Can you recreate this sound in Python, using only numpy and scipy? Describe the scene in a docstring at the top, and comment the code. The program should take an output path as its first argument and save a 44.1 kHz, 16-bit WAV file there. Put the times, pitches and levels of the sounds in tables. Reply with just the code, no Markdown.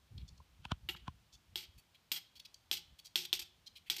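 """A quiet room: coins drop one by one on a heap of coins in a foil boat afloat in a plastic bucket.
Each lands with a clink, rattles and rings until it settles, and faintly sounds the bucket's hollow.
Between drops, coins slide in the fingers with a stick-slip rasp.
A hand-held camera knocks and rumbles over a steady hush."""
import sys
import numpy as np
from scipy import signal
from scipy.fft import rfft, irfft
from scipy.io import wavfile
from scipy.ndimage import uniform_filter1d

SR = 44100
rng = np.random.default_rng(int(sys.argv[2]) if len(sys.argv) > 2 else 0)


def unload_audio(sound):
    """Save the sound as a 16-bit wav file, at the path given as the first command line argument."""
    columns = np.transpose(np.atleast_2d(sound))
    # keep every value between -1 and 1, then stretch to whole-number steps
    steps = np.round(np.clip(columns, -1, 1) * 32767)
    wavfile.write(sys.argv[1], SR, steps.astype(np.int16))


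N = 176400
T = np.arange(SR // 3) / SR  # time axis of one event
HZ = np.fft.rfftfreq(2048, 1 / SR)  # filter grid
# rattle spectrum: freq_hz, density_db
RATTLE_SPECTRUM = [(200, -74), (1000, -23.5), (1750, -15.5), (2200, -8), (2700, -6.5), (3300, 1),
                   (3800, -4), (4500, -2), (5400, -5.5), (6600, -12), (8500, -12.5), (10300, -20),
                   (11800, -19), (12900, -27.5), (14000, -15), (15300, -30)]


def amp(db):
    """Decibels to gain."""
    return 10 ** (np.asarray(db) / 20)


def unit_rms(x):
    """Scales to rms 1."""
    return x / np.sqrt(np.mean(x ** 2) + 1e-20)


def match(x, reference):
    """Scales x to the energy of the reference."""
    return x * np.linalg.norm(reference) / (np.linalg.norm(x) + 1e-20)


def lookup(points, hz):
    """Interpolates a table over log frequency."""
    freq_hz, value = np.transpose(points)
    return np.interp(np.log(hz + 1), np.log(freq_hz + 1), value)


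def add(mix, start_s, sound):
    """Mixes a sound in at start_s."""
    part = mix[max(round(start_s * SR), 0):][:len(sound)]
    part += sound[:len(part)]


def convolve(x, response):
    """Convolution cut to the length of x."""
    return signal.fftconvolve(x, response)[:len(x)]


def colour(x, gain_db):
    """Minimum-phase filter, gains given on HZ."""
    log_gain = np.log(amp(np.r_[gain_db, gain_db[-2:0:-1]]))
    spectrum = np.exp(np.conj(signal.hilbert(log_gain)))
    return convolve(x, np.fft.ifft(spectrum).real)


def shelf(corner_hz):
    """Step on HZ: 0 in the bass, 1 in the treble."""
    return HZ ** 4 / (HZ ** 4 + corner_hz ** 4)


def noise(spectrum):
    """Steady shaped noise, rms 1."""
    gain = amp(lookup(spectrum, np.fft.rfftfreq(N, 1 / SR)))
    return unit_rms(irfft(rfft(rng.standard_normal(N)) * gain, N))


def ring(modes, pitch_ratio=1):
    """Damped sines of a struck object; modes: freq_hz, level_db, t60_s."""
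    return sum(amp(db) * np.exp(-np.log(1000) * T / t60_s) * np.sin(2 * np.pi * hz * pitch_ratio * T)
               for hz, db, t60_s in modes)


def detuned(modes, spread):
    """Modes shifted at random, as the coins lie differently."""
    return [(hz * np.exp(spread * rng.standard_normal()), db, t60_s) for hz, db, t60_s in modes]


def contacts(envelope, rate_per_s=3600, spread_db=3.5):
    """Random tiny collisions of uneven force."""
    chance, size, sign = rng.random((3, len(T)))
    force = amp(spread_db * np.minimum(-np.log(size + 1e-9), 3))
    return envelope * (chance < rate_per_s / SR) * force * np.sign(sign - .5)


def dying(length_s, fade_db, settle_s):
    """Envelope: fades over length_s, then stops quickly."""
    fade = amp(fade_db * np.minimum(T / length_s, 1))
    return fade * np.exp(-np.maximum(T - length_s, 0) / settle_s)


def room_hush(level_db=-73):
    """Steady noise of a quiet room."""
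    # hush spectrum: freq_hz, density_db
    spectrum = [(15, -49), (45, -5), (100, 0), (427, -14.5), (856, -12), (1810, -15.5), (3260, -13.5),
                (4750, -17), (10300, -26.5), (15000, -26.5)]
    return amp(level_db) * noise(spectrum)


def hand_rumble(lump_db=6.5, lump_s=0.036):
    """The hand shifts on the camera in uneven low lumps."""
    # rumble spectrum: freq_hz, density_db
    spectrum = [(20, -29), (42, 1), (65, 8.5), (190, -10), (450, -34.5), (1500, -52.5)]
    # handling strength: time_s, level_db
    handling = [(0, -91), (.09, -69), (0.118, -51), (.48, -55), (.8, -59), (1.01, -49), (1.46, -70),
                (1.58, -66.5), (1.8, -71.5), (1.901, -109), (2.7, -76), (2.91, -56), (2.96, -74)]
    width = int(lump_s * SR)
    lumps = unit_rms(uniform_filter1d(uniform_filter1d(rng.standard_normal(N), width), width))
    level_db = np.interp(np.arange(N) / SR, *np.transpose(handling))
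    return unit_rms(noise(spectrum) * amp(lump_db * lumps)) * amp(level_db)


def coin_slides(width_oct=0.4, hiss_db=-18.5, ring_db=-4.5, t60_s=0.024, spread_db=3):
    """Swells of stick-slip clicks: broad rasp, thin hiss, a few ringing coins."""
    # coins rub each other and the foil: start_s, length_s, level_db, centre_hz, hiss_boost_db
    slides = [(0.178, 0.0067, -52.5, 3580, -12), (0.192, 0.034, -67.5, 3230, -23),
              (0.279, 0.017, -58, 4860, -15), (.377, .006, -64.5, 4900, -22),
              (1.323, 0.038, -60.5, 4650, -6), (1.777, 0.028, -62.5, 4690, 23),
              (1.944, 0.018, -62.5, 3030, -2), (2.352, 0.032, -58.5, 3780, 4),
              (2.395, 0.01, -49.5, 3780, 0.5), (2.449, 0.016, -52, 4000, -2), (2.541, 0.0082, -52, 5100, 0),
              (2.986, 0.018, -54.5, 3830, 9), (3.045, 0.035, -54, 4700, 5.5), (3.662, 0.023, -51, 4160, -4),
              (3.754, 0.032, -54.5, 3420, 0), (3.86, 0.036, -61.5, 2450, -1)]
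    # modes of coins pressed between fingers: freq_hz, level_db
    held_modes = [(2550, 3), (3390, 3), (4480, 4)]
    out = np.zeros(N)
    for start_s, length_s, level_db, centre_hz, hiss_boost_db in slides:
        swell = np.sqrt(abs(np.sin(np.pi * np.minimum(T / length_s, 1))))
        band = np.exp(-.5 * (np.log2((HZ + 1) / centre_hz) / width_oct) ** 2)
        gain = (band + amp(hiss_db + hiss_boost_db)) * shelf(corner_hz=2190) + 0.007
        rasp = match(colour(contacts(swell), 20 * np.log10(gain)), swell)
        modes = [(hz, db + spread_db * rng.standard_normal(), t60_s) for hz, db in held_modes]
        rings = match(convolve(rasp, ring(detuned(modes, spread=0.034))), swell)
        add(out, start_s, amp(level_db) * match(rasp + amp(ring_db) * rings, swell))
    return out


def camera_thump(rest_hz=67, t60_s=0.054, sag_ratio=4.6, sag_s=0.002, cutoff_hz=260):
    """Dull thump of a bump; pitch sags to rest_hz."""
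    pitch_hz = rest_hz * (1 + sag_ratio * np.exp(-T / sag_s))
    thump = np.sin(2 * np.pi * np.cumsum(pitch_hz) / SR) * np.exp(-np.log(1000) * T / t60_s)
    return signal.sosfilt(signal.butter(2, [rest_hz / 2, cutoff_hz], "band", fs=SR, output="sos"), thump)


def camera_knocks(case_hz=1040, case_t60_s=0.026, thump_delay_s=0.0026):
    """Fingers brush and bump the camera: scrape, crunch, hollow case ring, thump."""
    # bumps: start_s, crunch_db, thump_db, hollow_db, treble_db
    knocks = [(0.1802, -86, -49, -90, 2), (0.4, -66, -57, -57.5, -33), (0.6521, -41.5, -43, -50, 16),
              (0.7167, -32, -25, -45, 6.5), (0.9483, -49.5, -55, -57, 5), (1.079, -42, -32.5, -39, 1)]
    # spectrum of the knocked case: freq_hz, density_db
    case_spectrum = [(300, -29), (500, 1.5), (750, 5.5), (1450, 9.5), (2100, -8), (3000, 0), (4500, -14),
                     (15000, -39.5)]
    brush_db, brush_s, scrape_db, scrape_s, settle_s = -12.5, 0.013, -21, 0.014, 0.00024
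    blow = dying(length_s=0.0034, fade_db=0, settle_s=settle_s)
    brush = amp(brush_db) * dying(brush_s, 0, settle_s) * T / brush_s
    scrape = amp(scrape_db) * np.exp(-abs(T - T.mean()) / scrape_s)  # peaks at the bump
    thump = camera_thump()
    out = np.zeros(N)
    for start_s, crunch_db, thump_db, hollow_db, treble_db in knocks:
        case_db = lookup(case_spectrum, HZ) + treble_db * shelf(corner_hz=1800)
        crunch = match(colour(blow * rng.standard_normal(len(T)), case_db), blow)
        hollow = match(convolve(crunch, ring([(case_hz, 0, case_t60_s)])), blow)
        brushing = match(colour(contacts(brush), case_db), brush)
        scraping = match(colour(contacts(scrape), case_db + lookup(RATTLE_SPECTRUM, HZ) / 2), scrape)
        add(out, start_s - T.mean(), amp(crunch_db) * scraping)
        add(out, start_s - brush_s, amp(crunch_db) * brushing)
        add(out, start_s, amp(crunch_db) * crunch + amp(hollow_db) * hollow)
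        add(out, start_s + thump_delay_s, amp(thump_db) * thump)
    return out


def heap_strike(pitch_ratio, low_cut_hz=1510):
    """One hard contact with the heap: bright ringing modes, with the bass below low_cut_hz removed."""
    # heap modes: freq_hz, level_db, t60_s
    modes = [(3030, -12.5, 0.028), (3329, 10, 0.01), (3780, 4.5, 0.0079), (3960, -11.5, 0.017),
             (5260, -5.5, 0.017), (8080, -3, 0.0047), (13030, -0.5, 0.0041)]
    low_cut = signal.butter(2, low_cut_hz, "high", fs=SR, output="sos")
    return signal.sosfilt(low_cut, ring(modes, pitch_ratio))


def coin_rings(hits, centre_hz=13020, t60_s=0.017, turn_s=0.0074, count=6):
    """Touching coins take turns to ring, each at its own pitch."""
    turn = (T / turn_s).astype(int) % count
    return sum(convolve(hits * (turn == k), ring(detuned([(centre_hz, 0, t60_s)], spread=0.0385)))
               for k in range(count))


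def bucket_ring():
    """Impulse response of the bucket's hollow."""
    # cavity modes: freq_hz, level_db, t60_s
    modes = [(168, -8, 0.4), (362, 9, 0.06), (798, 0, 0.1), (857, 0, 0.11), (1359, -3, 0.1),
             (1535, -5, 0.1)]
    return ring(detuned(modes, spread=0.017))


def coin_rattle(envelope, pitch_ratio, treble_db, heap_hz=3384, heap_t60_s=0.026):
    """A coin chatters: collisions excite foil, heap, coins and bucket."""
    heap_db, coins_db, bucket_db = -13.5, -9, -22.5
    hits = contacts(envelope)
    foil = match(colour(hits, lookup(RATTLE_SPECTRUM, HZ / pitch_ratio)), envelope)
    heap = match(convolve(hits, ring([(heap_hz, 0, heap_t60_s)])), envelope)
    coins = match(coin_rings(hits), envelope)
    bucket = match(convolve(contacts(envelope), bucket_ring()), envelope)
    metal = foil + amp(heap_db) * heap + amp(coins_db) * coins
    return colour(metal, treble_db * shelf(corner_hz=6400)) + amp(bucket_db) * bucket


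def coin_drops(rise_s=0.00048, push_s=0.016, tick_db=-9):
    """Coins clink, rattle and sound the bucket, with short clatters on or after landing."""
    # landings: start_s, clink_peak_db, rattle_db, rattle_s, bucket_db, pitch_ratio, treble_db
    drops = [(0.8913, -30.5, -50, 0.049, -47, 0.88, 6.5), (1.5575, -23.5, -41.5, 0.082, -54, 0.99, -2.5),
             (2.1172, -21, -39, 0.069, -56.5, 0.97, 4), (2.7134, -18, -36.5, 0.078, -51.5, 1.02, -1.5),
             (3.1573, -14, -34.5, 0.1, -49.5, 1.035, -3.5), (3.329, -15, -33, 0.048, -48.5, 1.044, -3),
             (3.8997, -17.5, -35.5, 0.076, -56, 1.022, -5.5)]
    # short clatters, the rough burst as a coin lands or a later bounce:
    # start_s, level_db, length_s, treble_db
    clatters = [(0.8886, -33, 0.01, -32), (0.963, -52.5, 0.011, -13), (1.628, -52, 0.027, -16),
                (2.118, -33.5, 0.0055, 2.5), (2.1607, -41.5, 0.021, -3.5), (2.729, -38.5, 0.012, 1.5),
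                (2.7717, -43.5, 0.007, -5), (3.251, -40.5, 0.0056, -4), (3.393, -39.5, 0.011, -0.5),
                (3.416, -45.5, 0.017, -4.5), (3.8995, -34, 0.01, -4.5), (3.965, -41.5, 0.0061, 1.5),
                (3.982, -43, 0.045, -5)]
    out = np.zeros(N)
    for start_s, clink_peak_db, rattle_db, rattle_s, bucket_db, pitch_ratio, treble_db in drops:
        clink = heap_strike(pitch_ratio) * np.minimum(T / rise_s, 1)
        add(out, start_s, amp(clink_peak_db) * clink / abs(clink).max())
        envelope = amp(rattle_db) * dying(rattle_s, fade_db=-18, settle_s=0.004)
        add(out, start_s, coin_rattle(envelope, pitch_ratio, treble_db))
        add(out, start_s, amp(bucket_db) * match(bucket_ring(), np.exp(-T / push_s)))
    for start_s, level_db, length_s, treble_db in clatters:
        *_, pitch_ratio, _ = min(drops, key=lambda drop: abs(drop[0] - start_s + length_s))  # nearby drop
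        envelope = amp(level_db) * dying(length_s, fade_db=-4, settle_s=0.0037)
        add(out, start_s, coin_rattle(envelope, pitch_ratio, treble_db))
        add(out, start_s, amp(level_db + tick_db) * heap_strike(pitch_ratio))
    return out


def reflections(x, wall_db=-16, wall_decay_s=0.032, echoes_per_s=2000, room_db=-15.5):
    """Adds quick echoes off the bucket wall and a faint room tail."""
    # room decay: freq_hz, t60_s
    room_decay = [(150, 0.5), (1000, 0.37), (3300, 0.42), (6000, 0.33), (13000, 0.15)]
    echoes = rng.standard_normal(len(T)) * (rng.random(len(T)) < echoes_per_s / SR)
    wall = echoes * np.exp(-T / wall_decay_s) * (T > .001)
    hz, time_s, bands = signal.stft(rng.standard_normal(SR), SR, nperseg=256)
    decay = np.exp(-np.log(1000) * time_s / lookup(room_decay, hz)[:, None])
    _, tail = signal.istft(bands * decay, SR, nperseg=256)
    return x + convolve(x, match(wall, amp(wall_db))) + convolve(x, match(tail, amp(room_db)))


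def scene():
    """Coins in the bucket, camera handling and room hush; mono."""
    coins = reflections(coin_drops() + coin_slides())
    return (coins + camera_knocks() + hand_rumble() + room_hush())[None]


def record(dry):
    """Steep low-pass."""
    cutoff_hz = 15350
    low_pass = signal.firwin(401, cutoff_hz, window=("kaiser", 8), fs=SR)
    return signal.oaconvolve(dry, low_pass[None], "same")


dry = scene()
out = record(dry)
unload_audio(out)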